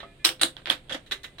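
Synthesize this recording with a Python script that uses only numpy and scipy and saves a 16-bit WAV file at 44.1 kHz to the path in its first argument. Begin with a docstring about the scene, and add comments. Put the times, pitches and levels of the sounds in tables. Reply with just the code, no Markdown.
"""A badminton racket is strung on a machine in a small, dry room, close to a stereo microphone.
Over room air and a quiet hum come a tap on the frame, a dull knock and, twice, a faint whine.
A string clamp snaps open and shut, its base lever locks, and the clamp rattles along its rail.
Last, hands and tools knock on the strung frame.
Each contact is a sharp click, a short rattle of the parts, a faint ring and a room tail."""
import sys
import numpy as np
from scipy import signal
from scipy.fft import rfft, irfft
from scipy.io import wavfile

SR = 44100
rng = np.random.default_rng(int(sys.argv[2]) if len(sys.argv) > 2 else 0)


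def int16_out(signal):
    """Quantize to a 16-bit WAV file."""
    q = np.round(np.clip(np.atleast_2d(signal).T, -1, 1) * 32767)
    wavfile.write(sys.argv[1], SR, q.astype(np.int16))


N = 61739
LENGTH = 16384  # samples in one contact or filter response

# Resonances of the machine's body: f/Hz, level/dB, t60/s
MACHINE_MODES = [(338, -20, .16), (516, -22, .3), (1575, -21, .15)]
# Spectrum of the rail and of the dull knock: f/Hz, level/dB
RAIL_COLOUR = [(120, -13.5), (305, 0.5), (428, -20.5), (520, 3), (950, -11), (1850, -4), (2400, -12),
               (3380, -5), (4290, -15), (8950, -23.5), (15000, -40)]


def from_db(db):
    """Decibels to gain."""
    return 10 ** (np.asarray(db) / 20)


def at_hz(points, hz):
    """Read a table on a log-frequency axis."""
    f, value = np.transpose(points)
    return np.interp(np.log(np.maximum(hz, 1)), np.log(f), value)


def bins(size):
    """Frequencies of a spectrum."""
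    return np.arange(size // 2 + 1) * SR / size


def unit(x):
    """Scale to a mean energy of one per channel."""
    return x / np.sqrt(np.mean(np.sum(x ** 2, axis=-1)) + 1e-20)


def causal(gain):
    """Minimum-phase response with this gain: nothing sounds early."""
    cepstrum = irfft(np.log(gain + 1e-9))
    cepstrum[1:LENGTH // 2] *= 2
    cepstrum[LENGTH // 2 + 1:] = 0
    return np.exp(rfft(cepstrum))


def diffuse(size):
    """Spectrum of noise at the microphone: both sides alike in the bass, unrelated in the treble."""
    # f/Hz, left-right correlation
    likeness = [(100, 0.98), (450, 0.8), (1000, 0.029)]
    alike = at_hz(likeness, bins(size))
    mid, side = rfft(rng.standard_normal((2, size)))
    return np.sqrt(1 + alike) * mid + np.sqrt(1 - alike) * side * [[1], [-1]]


def room_tone(air_db=-54.5, hum_db=-62, hum_hz=134.9):
    """Air all round the microphone and a low, wavering hum in the centre."""
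    # Spectrum of the air: f/Hz, relative level/dB
    air_colour = [(13, -31), (22, 4), (179, -8.5), (600, -15), (1050, -23.5), (3710, -20.5), (5770, -41.5),
                  (8720, -28.5), (10500, -41.5), (16000, -49)]
    size, t = 4 * LENGTH, np.arange(N) / SR
    air = irfft(diffuse(size) * from_db(at_hz(air_colour, bins(size))))[:, :N]
    waver = np.interp(t, np.linspace(0, N / SR, 14), rng.standard_normal(14))
    hum = np.sqrt(2) * np.sin(2 * np.pi * hum_hz * t) * (1 + 0.17 * waver)
    return from_db(air_db) * unit(air) * np.sqrt(N) + from_db(hum_db) * hum


def whine(pitch_hz=346, fade_s=0.01):
    """A faint, steady-pitched whine comes twice, perhaps from the tensioning motor."""
    # Spells of whining: start/s, end/s, level/dB
    spells = [(0.058, 0.143, -63.5), (0.19, 0.263, -60)]
    # Harmonics five to seven: relative level/dB
    harmonics = [-1.5, -7, -1]
    t = np.arange(N) / SR
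    level = sum(from_db(db) * np.clip(np.minimum(t - start, end - t) / fade_s, 0, 1)
                for start, end, db in spells)
    tone = sum(from_db(db) * np.sin(2 * np.pi * k * pitch_hz * t) for k, db in enumerate(harmonics, 5))
    return level * np.sqrt(2) * tone


def room_tail(build_s=0.0055):
    """Spectrum of dense reflections off near walls: they build up and die, the bass last."""
    # Reverberation time by band: f/Hz, t60/s
    decays = [(150, 0.26), (400, 0.17), (3000, 0.15), (15000, 0.15)]
    centres, t60s = np.transpose(decays)
    t, noise, tail = np.arange(LENGTH) / SR, diffuse(LENGTH), 0
    for one_band, t60 in zip(np.eye(len(centres)), t60s):
        weight = at_hz(list(zip(centres, one_band)), bins(LENGTH))
        envelope = from_db(-60 * t / t60) * (1 - np.exp(-t / build_s))
        tail += irfft(noise * weight) * envelope
    return rfft(unit(tail))


def ring(modes):
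    """Spectra of a struck body's decaying modes, one row each."""
    t = np.arange(LENGTH) / SR
    return rfft([from_db(db) * unit(np.sin(2 * np.pi * hz * t) * from_db(-60 * t / t60))
                 for hz, db, t60 in modes])


def contacts(hits, colour, modes, ring_db, rattle_db, rattle_s, ping_hz):
    """Hard parts meet: a click with a brief rattle and a resonant ping, then the ring and the room."""
    bass_hz, treble_hz, low_cut_hz = 897, 5230, 350
    ping_octaves, rise_s = 0.12, 0.00037
    t, hz = np.arange(LENGTH) / SR, bins(LENGTH)
    body = from_db(at_hz(colour, hz))
    body *= hz ** 2 / (hz ** 2 + (colour[0][0] / 2) ** 2)  # rolls off below the lowest point
    body = causal(body / np.sqrt(np.mean(body ** 2)))
    ping_shape = 1 / (1 + (np.log2((hz + 1) / ping_hz) / ping_octaves) ** 2) - .5
    radiation = hz / np.hypot(hz, low_cut_hz)  # small parts radiate little bass directly
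    bass_shelf = 1 / (1 + (hz / bass_hz) ** 4)
    treble_shelf = 1 - 1 / (1 + (hz / treble_hz) ** 8)
    rattle_envelope = (1 - np.exp(-t / rise_s)) * np.exp(-t / rattle_s)
    rattle_gain, rings = from_db(rattle_db), ring(modes)
    out = np.zeros((2, N + LENGTH))
    for start_s, click_db, tail_db, bass_db, treble_db, ping_db in hits:
        rattle = rattle_gain * rfft(unit(irfft(diffuse(LENGTH)) * rattle_envelope))
        ping = causal(from_db(ping_db * ping_shape) * radiation)
        click = from_db(click_db) * (1 + rattle) / np.hypot(1, rattle_gain) * ping * body
        ringing = from_db(ring_db + 2 * rng.standard_normal(len(modes))) @ rings
        tail = from_db(tail_db) * (room_tail() * body + ringing)
        shelves = causal(from_db(bass_db * bass_shelf + treble_db * treble_shelf))
        start = int(start_s * SR)
        out[:, start:start + LENGTH] += irfft((click + tail) * shelves)
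    return out[:, :N]


def dull_knock():
    """One dull knock, nearly all rattle, with a midrange ring."""
    # t/s, click/dB, tail/dB, bass/dB, treble/dB, ping/dB
    hits = [(.0295, -9.5, -19, 7.2, -17, 19)]
    # Its resonances: f/Hz, level/dB, t60/s
    modes = [(676, -4, 0.34), (1270, -4.5, 0.18), (2120, -14, .13)]
    return contacts(hits, RAIL_COLOUR, modes, ring_db=1, rattle_db=18, rattle_s=0.009, ping_hz=1182)


def frame_knocks():
    """Hands and tools knock on the frame, and the strung racket rings."""
    # t/s, click/dB, tail/dB, bass/dB, treble/dB, ping/dB
    hits = [(.003, -12.5, -18.5, 14, -2.5, 8.5), (1.063, -27, -26.5, -8, 8.5, 13),
            (1.1113, -4, -13, 1, 0.5, 2), (1.116, -8.5, -7.5, 8, 10, 5), (1.120, 3, -7, -3, 5.5, 8.5),
            (1.2335, -18, -20.5, -24, 18, 14.5), (1.2422, -10, -14, 6, 0, 2.5),
            (1.384, -17, -35, 13.5, 4, 3.5), (1.3968, -6.5, -40, -23, 1, 9.5)]
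    # Spectrum of a knock: f/Hz, level/dB
    colour = [(150, -27.5), (300, -17), (852, -16.5), (1580, -4.5), (2430, -7), (3890, -2), (4600, -18),
              (15000, -38)]
    # Racket resonances: f/Hz, level/dB, t60/s
    modes = [(393.4, -17.5, 0.54), (1192, -18.5, 0.227), (1622, -31, 0.08), (1835, -9, 0.13),
             (2020, -10, 0.25), (4043, -13.5, 0.22)]
    return contacts(hits, colour, modes, ring_db=-1, rattle_db=8.5, rattle_s=0.0091, ping_hz=3830)


def rail_rattle():
    """The clamp rattles along its rail and sets the machine ringing."""
    # t/s, click/dB, tail/dB, bass/dB, treble/dB, ping/dB
    hits = [(.8955, -5.5, -6.5, -7.5, -5.5, 11.5), (.9095, -5, -12.5, -1, -8.5, 4),
            (.9225, -2.5, -4, -7.5, -1.5, 15), (.9280, -5, -12, -14, 2.8, 13.5),
            (.9456, -2.5, -9.5, 2.5, -2.5, 2.5)]
    return contacts(hits, RAIL_COLOUR, MACHINE_MODES,
                    ring_db=3.5, rattle_db=9, rattle_s=0.0078, ping_hz=3380)


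def base_lever():
    """The clamp's base lever ticks, then locks with one hard click."""
    # t/s, click/dB, tail/dB, bass/dB, treble/dB, ping/dB
    hits = [(.5672, -12.5, -17.5, 1.5, -4.5, 9.5), (.6578, -4, -5.5, -11, -9, 5),
            (.6725, -7, -5, 2, -10, -2), (.6987, -10, -6, -2.5, 12.5, 1), (.7007, 11, 5, -2.5, -3.5, 14.5)]
    # Spectrum of a click: f/Hz, level/dB
    colour = [(130, -17), (300, -7.5), (420, -15.5), (612, -8), (1800, -5), (2360, -6), (3590, -1.5),
              (6140, -22.5), (8700, -22), (15000, -34)]
    return contacts(hits, colour, MACHINE_MODES,
                    ring_db=5.5, rattle_db=1, rattle_s=0.00051, ping_hz=3300)


def string_clamp():
    """The clamp snaps open, then shut: two clusters of clicks that ring both clamp and machine."""
    # t/s, click/dB, tail/dB, bass/dB, treble/dB, ping/dB
    open_hits = [(.2450, 0.5, -12.5, -4, -4, 8.5), (.2481, 7.5, 3.5, -8, 2.5, 2.5),
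                 (.2506, 11.5, 4.5, 0.5, 5.5, 11), (.2571, 11, 4, 0, 1, 14.5),
                 (.2908, 1, -4.5, 7.5, -8.5, -0.5)]
    shut_hits = [(.396, -24.5, -15.5, -8.5, -13, -15), (.4129, 2, -11, 0, -5, 2),
                 (.4151, 1.5, 6, -1.5, 2, -8.5), (.4198, -2, -18.5, -22.5, 6, -8),
                 (.430, -9.5, -16.5, 12, -27.5, -5.5), (.4331, 10, 3.5, 4, 3.5, 3)]
    # Spectrum of each snap: f/Hz, level/dB
    open_colour = [(200, -32.5), (345, -10.5), (400, -17), (1080, -13.5), (1330, -8.5), (2100, -11.5),
                   (3230, -3.5), (4600, -12), (5500, -7.5), (6600, -23.5), (8600, -11.5), (10500, -23.5),
                   (15500, -23)]
    shut_colour = [(170, -29), (322, -7.5), (410, -35), (520, -9), (980, -15.5), (1600, -7.5),
                   (2480, -15.5), (3750, 0), (5770, -25.5), (8870, -10.5), (11100, -26.5), (15000, -32)]
    # Clamp resonances: f/Hz, level/dB, t60/s
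    clamp_modes = [(2745, -18, .17), (2902, -18, .15), (3547, -15, .11), (3892, -15, .11), (4171, -17, .12),
                   (8690, -19, .1)]
    modes = MACHINE_MODES + clamp_modes
    opening = contacts(open_hits, open_colour, modes,
                       ring_db=-0.5, rattle_db=4, rattle_s=0.0014, ping_hz=4000)
    shutting = contacts(shut_hits, shut_colour, modes,
                        ring_db=2.5, rattle_db=3, rattle_s=0.0019, ping_hz=3680)
    return opening + shutting


def scene():
    """The stringing work over the room tone, as it reaches the microphone."""
    work = string_clamp() + base_lever() + rail_rattle() + frame_knocks() + dull_knock()
    return work + whine() + room_tone()


def record(dry, ceiling=0.95, stop_hz=16900):
    """The microphone's right port favours presence, its left treble; peaks are rounded, the top cut."""
    # Port balance: f/Hz, left minus right/dB
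    balance = [(120, -1.2), (400, 0.5), (1220, -2), (2010, 0), (3330, -10.5), (5500, -1), (8500, 14.5),
               (15000, 16.5)]
    ratio = from_db(at_hz(balance, bins(LENGTH)))
    right = np.sqrt(2 / (1 + ratio ** 2))  # keeps the summed power constant
    ports = np.array([irfft(causal(gain)) for gain in (ratio * right, right)])
    heard = signal.fftconvolve(dry, ports, axes=1)[:, :N]
    rounded = ceiling * np.tanh(heard / ceiling)
    return signal.sosfilt(signal.cheby2(14, 70, stop_hz, fs=SR, output="sos"), rounded)


dry = scene()
out = record(dry)
int16_out(out)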